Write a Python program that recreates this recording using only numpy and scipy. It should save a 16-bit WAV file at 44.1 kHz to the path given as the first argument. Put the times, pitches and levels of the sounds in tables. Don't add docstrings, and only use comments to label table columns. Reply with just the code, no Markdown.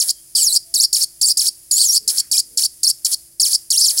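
import sys
import numpy as np
from scipy import signal
from scipy.fft import rfft, irfft
from scipy.io import wavfile
from scipy.ndimage import uniform_filter1d, minimum_filter1d

SR = 44100
rng = np.random.default_rng(int(sys.argv[2]) if len(sys.argv) > 2 else 0)


def int16_out(signal):
    q = np.round(np.clip(np.atleast_2d(signal).T, -1, 1) * 32767)
    wavfile.write(sys.argv[1], SR, q.astype(np.int16))


N = 176400
TIME_S = np.arange(N) / SR

# time_s, pitch_hz
SPURTS = [
    [(0.0, 7380), (0.017, 3990), (0.03, 2130), (0.058, 800), (0.085, 2050), (0.094, 4710), (0.101, 6900),
     (0.114, 9500)],
    [(0.351, 9500), (0.37, 8400), (0.42, 7760), (0.47, 5460), (0.49, 4230), (0.508, 3920), (0.528, 4540),
     (0.545, 6870), (0.577, 9500)],
    [(0.74, 9200), (0.746, 7660), (0.765, 4560), (0.785, 3820), (0.8, 4490), (0.815, 6360), (0.838, 8700),
     (0.858, 9500)],
    [(0.928, 9200), (0.935, 7610), (0.952, 4680), (0.974, 2140), (0.988, 1630), (1.005, 2100),
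     (1.017, 3100), (1.027, 6200), (1.046, 9500)],
    [(1.213, 9300), (1.22, 7270), (1.235, 5030), (1.248, 4500), (1.26, 4990), (1.273, 6300), (1.3, 8800),
     (1.325, 9500)],
    [(1.371, 9300), (1.381, 7470), (1.398, 4970), (1.425, 2200), (1.44, 1810), (1.458, 2590), (1.47, 4670),
     (1.478, 7380), (1.493, 9500)],
    [(1.711, 9300), (1.72, 7280), (1.737, 6900), (1.775, 7640), (1.815, 8800), (1.845, 7580), (1.87, 6530),
     (1.903, 5570), (1.925, 6180), (1.95, 7840), (1.983, 9500)],
    [(2.077, 9000), (2.082, 7320), (2.094, 4290), (2.107, 2120), (2.14, 700), (2.172, 2050), (2.182, 4540),
     (2.191, 6830), (2.21, 9500)],
    [(2.314, 9100), (2.319, 7320), (2.329, 4610), (2.34, 2840), (2.353, 2410), (2.367, 3080), (2.379, 4680),
     (2.39, 7490), (2.408, 9500)],
    [(2.573, 9000), (2.577, 7070), (2.585, 4540), (2.597, 2390), (2.609, 1890), (2.622, 2660),
     (2.637, 4570), (2.648, 7490), (2.666, 9500)],
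    [(2.832, 9200), (2.838, 7000), (2.849, 4920), (2.862, 4180), (2.877, 5270), (2.893, 7630),
     (2.915, 9500)],
    [(3.047, 9000), (3.051, 7070), (3.059, 4450), (3.068, 2470), (3.093, 700), (3.119, 1900), (3.128, 3300),
     (3.134, 6200), (3.148, 9500)],
    [(3.398, 9500), (3.408, 7940), (3.443, 4440), (3.476, 2110), (3.497, 1550), (3.519, 2590),
     (3.532, 4680), (3.542, 7310), (3.562, 9500)],
    [(3.703, 9200), (3.709, 7280), (3.721, 4180), (3.746, 2770), (3.777, 4680), (3.795, 7340),
     (3.815, 8800), (3.835, 9400), (3.865, 7460), (3.888, 4830), (3.908, 2480), (3.945, 800), (3.974, 2000),
     (3.983, 4660), (3.99, 7180), (4.0, 9400)],
]
# pitch_hz, gain_db
SQUEAL_GAIN = [(1000, -45), (1700, -23.5), (2400, -12), (3200, -11.5), (4600, -14), (6000, -12.5),
               (7500, -11.5), (8500, -15.5), (9500, -24)]
RASP_GAIN = [(6500, -60), (7500, -19), (8200, -21.5), (8900, -14.5), (9500, -15)]
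HISS_GAIN = [(800, -39), (1700, -26), (2500, -26), (4000, -33), (6000, -23.5), (7500, -21.5), (8700, -14.5),
             (9500, -28.5)]
SPRAY_GAIN = [(800, -50.5), (2000, -50.5), (3500, -56.5), (6000, -64.5), (9500, -59.5)]
FIZZ_GAIN = [(800, -24.5), (2500, -19.5), (5000, -25.5), (8000, -20), (9500, -23)]

# pitch_hz, width_hz
SQUEAL_WIDTH = [(1500, 24), (3000, 11.1), (5500, 17.5), (7500, 15), (8300, 263), (9500, 1084)]
# multiple, gain_db
SQUEAL_HARMONICS = [(1, 0), (2, -5), (3, -6), (4, -23)]
# pitch_hz, gain_db
CLOSING_TRIM = [(2000, -3.5), (3500, -2), (4600, 1), (6000, 0), (8000, -1.5)]
# start_s, end_s
BREAK_SPANS = [(0.529, 0.54), (1.016, 1.02), (1.258, 1.272), (3.126, 3.1)]
# slit_pitch_hz, rasp_pitch_hz
RASP_TUNING = [(6000, 3700), (8400, 4700), (8900, 4600), (9500, 5100)]
# time_s, pitch_hz
EDGE_GLIDES = [
    [(.351, 5506), (.365, 3887), (.38, 3220), (.405, 2916), (.43, 2125)],
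    [(1.775, 2897), (1.795, 3900), (1.816, 4500), (1.832, 3700), (1.85, 2250)],
    [(3.806, 3000), (3.817, 5100), (3.833, 6180), (3.85, 5000), (3.87, 2720)],
]
CHIRP_STARTS_S = [.556, 0.836, 1.298, 1.959, 3.543]
# offset_s, pitch_hz
CHIRP_GLIDE = [(0, 3109), (.007, 5664), (.013, 5000), (.024, 4440)]
# start_s, level_db
DROP_BURSTS = [(1.302, -13.5), (3.549, -15.5)]

# freq_hz, gain_db
JOINT_RESPONSE = [(500, -47), (1800, -41.5), (2500, -40.5), (3200, -28), (3900, -15.5), (4400, -0.5),
                  (5550, 4.5), (6050, -8.5), (6400, -4), (7500, -2), (8100, -3.5), (8700, 1.5), (10600, 3),
                  (11800, -5), (12700, -29), (13800, -14), (15500, -18)]
# freq_hz, lift_db
PIPE_MODES = [(2430, 18), (2800, 10), (3050, 13.5), (3280, 13.5), (3900, 7), (4384, 4.5), (4809, -1),
              (5384, 2.5), (6050, -1), (6414, 8), (6808, 8.5), (7450, 7), (10607, 3.5)]
# freq_hz, lift_db
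HOLE_MODES = [(550, 9), (665, 1), (880, 8)]
# delay_s, gain_db
ECHOES = [(.0046, -15.5), (.0083, -24)]

# freq_hz, density_db
FIZZ_SPECTRUM = [(2000, -39), (4500, -9), (6500, -8.5), (8500, -1.5), (10300, 5), (11800, -1.5),
                 (12800, -13), (15500, -6.5)]
SPRAY_SPECTRUM = [(250, -20), (520, 1), (1100, -3), (1800, 7), (3000, -10.5), (6000, -4)]
SEEP_SPECTRUM = [(1300, -31.5), (2800, -26.5), (4000, -24), (4900, -11), (6000, -15), (7600, -10.5),
                 (8300, -13.5), (9800, -2), (11200, -11), (11800, -6.5), (12500, -18), (15500, -17)]
ROOM_SPECTRUM = [(25, -10.5), (45, 6.5), (75, 1), (100, -12), (140, -2.5), (200, -10), (290, -8.5),
                 (400, -18), (620, -11.5), (800, -19), (1100, -29), (2000, -18.5), (3200, -42)]
# time_s, level_db
SEEP_LEVEL = [(0, -44), (2.6, -43.5), (3.22, -43), (3.38, -51), (3.5, -35.5), (3.69, -45.5)]
# freq_hz, level_db
HUM_LINES = [(120, -70), (135, -74.5), (340, -69.5)]
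# centre_s, length_s, freq_hz, width_hz, level_db
FAINT_TONES = [(0.177, 0.085, 3230, 130, -61.5), (0.734, 0.15, 671, 6.4, -63.5),
               (2.038, 0.093, 187, 77, -60.5), (2.054, 0.093, 427, 52, -58.5),
               (2.19, 0.19, 1840, 1700, -56.5), (2.4, 1, 244, 150, -66.5), (2.556, 0.11, 455, 110, -61),
               (3.184, 0.12, 678, 8, -64)]


def leak(rasp_duck_db=-0.5, thud_db=-11):
    pitch_hz, flow = slit()
    hiss = rng.standard_normal(N) * gain_at(HISS_GAIN, pitch_hz) * flutter(rate_hz=130, depth_db=4.5)
    fizz = noise(FIZZ_SPECTRUM) * gain_at(FIZZ_GAIN, pitch_hz) * flutter(rate_hz=320, depth_db=1)
    spray = noise(SPRAY_SPECTRUM) * gain_at(SPRAY_GAIN, pitch_hz) * flutter(rate_hz=250, depth_db=2)
    drops = spits()
    edge, edge_gate = second_edge()
    whistles = squeal(pitch_hz) + edge + rasp(pitch_hz) * from_db(rasp_duck_db * edge_gate)
    thuds = from_db(thud_db) * colour(drops, SPRAY_SPECTRUM)
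    spatter = ringing(flow * spray + thuds, HOLE_MODES)
    return joint(flow * (whistles + hiss) + drops) + flow * fizz + spatter


def slit(attack_s=0.003, release_s=0.004, surge_db=10, surge_s=0.003):
    pitch_hz, flow = np.ones(N), np.zeros(N)
    for spurt in SPURTS:
        points = np.array(sorted(spurt), float)
        since_s = TIME_S - points[0, 0] + attack_s / 4
        until_s = points[-1, 0] - TIME_S + release_s / 4
        is_open = (since_s > 0) & (until_s > 0)
        pitch_hz[is_open] = glide(points, TIME_S[is_open])
        gate = np.minimum(1, np.minimum(since_s / attack_s, until_s / release_s))
        flow[is_open] = gate[is_open] * from_db(surge_db * np.exp(-since_s[is_open] / surge_s))
    return pitch_hz, flow


def squeal(pitch_hz, fifth_db=-12, break_duck_db=-15):
    closing = uniform_filter1d((np.gradient(pitch_hz) > 0) * 1., size=800)
    in_break = sum(1. * (TIME_S > start_s) * (TIME_S < end_s) for start_s, end_s in BREAK_SPANS)
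    broken = uniform_filter1d(in_break, size=130)
    phase = unsteady_phase(pitch_hz, at_hz(SQUEAL_WIDTH, pitch_hz))
    tone = sum(from_db(db) * np.sin(k * phase) * (k * pitch_hz < SR / 2) for k, db in SQUEAL_HARMONICS)
    trim_db = closing * at_hz(CLOSING_TRIM, pitch_hz) + broken * break_duck_db
    gain = gain_at(SQUEAL_GAIN, pitch_hz) * from_db(trim_db) * flutter(rate_hz=230, depth_db=0.7)
    sputter = flutter(rate_hz=180, depth_db=2 * closing)
    fifth = broken * from_db(fifth_db) * np.sin(1.5 * phase)
    return tone * gain * sputter + fifth


def rasp(pitch_hz):
    phase = unsteady_phase(at_hz(RASP_TUNING, pitch_hz), width_hz=253.3)
    return np.sin(phase) * gain_at(RASP_GAIN, pitch_hz) * flutter(rate_hz=1300, depth_db=3)


def second_edge(gain_db=-14, octave_db=-10, ramp_s=0.004):
    chirps = [[(start_s + offset_s, hz) for offset_s, hz in CHIRP_GLIDE] for start_s in CHIRP_STARTS_S]
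    tones, gates = np.zeros(N), np.zeros(N)
    for whistle in EDGE_GLIDES + chirps:
        points = np.array(sorted(whistle), float)
        gate = np.clip(np.minimum(TIME_S - points[0, 0], points[-1, 0] - TIME_S) / ramp_s, 0, 1)
        phase = unsteady_phase(glide(points, TIME_S), width_hz=28)
        tones += gate * (np.sin(phase) + from_db(octave_db) * np.sin(2 * phase))
        gates += gate
    return from_db(gain_db) * tones, gates


def spits(decay_s=0.00035):
    envelope = sum(from_db(db) * (TIME_S >= start_s) * np.exp(-np.abs(TIME_S - start_s) / decay_s)
                   for start_s, db in DROP_BURSTS)
    return envelope * rng.standard_normal(N)


def joint(x):
    return ringing(colour(x, JOINT_RESPONSE), PIPE_MODES)


def room(x, t60_s=0.26, tail_db=-20):
    echoes = sum(from_db(db) * np.interp(TIME_S - delay_s, TIME_S, x, left=0) for delay_s, db in ECHOES)
    tail = rng.standard_normal(SR) * from_db(-60 * TIME_S[:SR] / t60_s)
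    return x + echoes + from_db(tail_db) * signal.fftconvolve(x, tail / np.linalg.norm(tail))[:N]


def seep():
    level_db = np.interp(TIME_S, *np.transpose(SEEP_LEVEL))
    return noise(SEEP_SPECTRUM) * from_db(level_db) * flutter(rate_hz=46, depth_db=0.5)


def room_tone(noise_db=-63.5):
    hum = sum(np.sqrt(2) * from_db(db) * np.sin(unsteady_phase(hz, width_hz=1.58))
              for hz, db in HUM_LINES)
    return hum + from_db(noise_db) * noise(ROOM_SPECTRUM)


def faint_tones():
    tones = np.zeros(N)
    for centre_s, length_s, hz, width_hz, db in FAINT_TONES:
        band = resonance(rng.standard_normal(N), hz, width_hz)
        band = unit_rms(resonance(band, hz, width_hz))
        swell = np.exp(-(2 * (TIME_S - centre_s) / length_s) ** 2)
        tones += from_db(db) * band * swell
    return tones


def glide(points, time_s):
    knot_s, log_hz = points[:, 0], np.log(points[:, 1])
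    time_s = np.clip(time_s, knot_s[0], knot_s[-1])
    k = np.clip(np.searchsorted(knot_s, time_s) - 1, 0, len(knot_s) - 2)
    slope = np.gradient(log_hz, knot_s)
    step_s, rise = np.diff(knot_s)[k], np.diff(log_hz)[k]
    u = (time_s - knot_s[k]) / step_s
    bend = (1 - u) * (slope[k] * step_s - rise) - u * (slope[k + 1] * step_s - rise)
    return np.clip(np.exp(log_hz[k] + u * rise + u * (1 - u) * bend), 100, SR / 4)


def unsteady_phase(hz, width_hz, wobble_hz=785):
    wobble = np.sqrt(2 * np.pi * np.abs(width_hz) / SR) * slow_noise(wobble_hz)
    return np.cumsum(2 * np.pi * hz / SR + wobble)


def flutter(rate_hz, depth_db):
    return from_db(depth_db * unit_rms(slow_noise(rate_hz)))


def slow_noise(cutoff_hz):
    return signal.sosfilt(signal.butter(2, cutoff_hz, fs=SR, output="sos"), rng.standard_normal(N))


def noise(spectrum):
    return unit_rms(colour(rng.standard_normal(N), spectrum))


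def colour(x, spectrum, size=4096):
    cepstrum = irfft(np.log(gain_at(spectrum, np.fft.rfftfreq(size, 1 / SR))))
    cepstrum[1:size // 2] *= 2
    cepstrum[size // 2 + 1:] = 0
    impulse = irfft(np.exp(rfft(cepstrum)))
    return signal.fftconvolve(x, impulse)[:N]


def ringing(x, modes, width_hz=60):
    return x + sum((from_db(db) - 1) * resonance(x, hz, width_hz) for hz, db in modes)


def resonance(x, hz, width_hz):
    return signal.lfilter(*signal.iirpeak(hz, hz / width_hz, fs=SR), x + 1e-18)


def at_hz(table, hz):
    knot_hz, values = np.transpose(table)
    return np.interp(np.log(np.maximum(hz, 1)), np.log(knot_hz), values)


def gain_at(table, hz):
    return from_db(at_hz(table, hz))


def from_db(db):
    return 10 ** (np.asarray(db) / 20)


def unit_rms(x):
    return x / np.sqrt(np.mean(x ** 2) + 1e-20)


def scene():
    return (room(leak()) + seep() + room_tone() + faint_tones())[None]


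def record(dry, ceiling=0.92, cutoff_hz=15800):
    gain = minimum_filter1d(np.minimum(1, ceiling / (np.abs(dry) + 1e-9)), size=161)
    limited = dry * uniform_filter1d(uniform_filter1d(gain, size=81), size=81)
    return signal.sosfilt(signal.ellip(12, 0.1, 80, cutoff_hz, fs=SR, output="sos"), limited)


dry = scene()
out = record(dry)
int16_out(out)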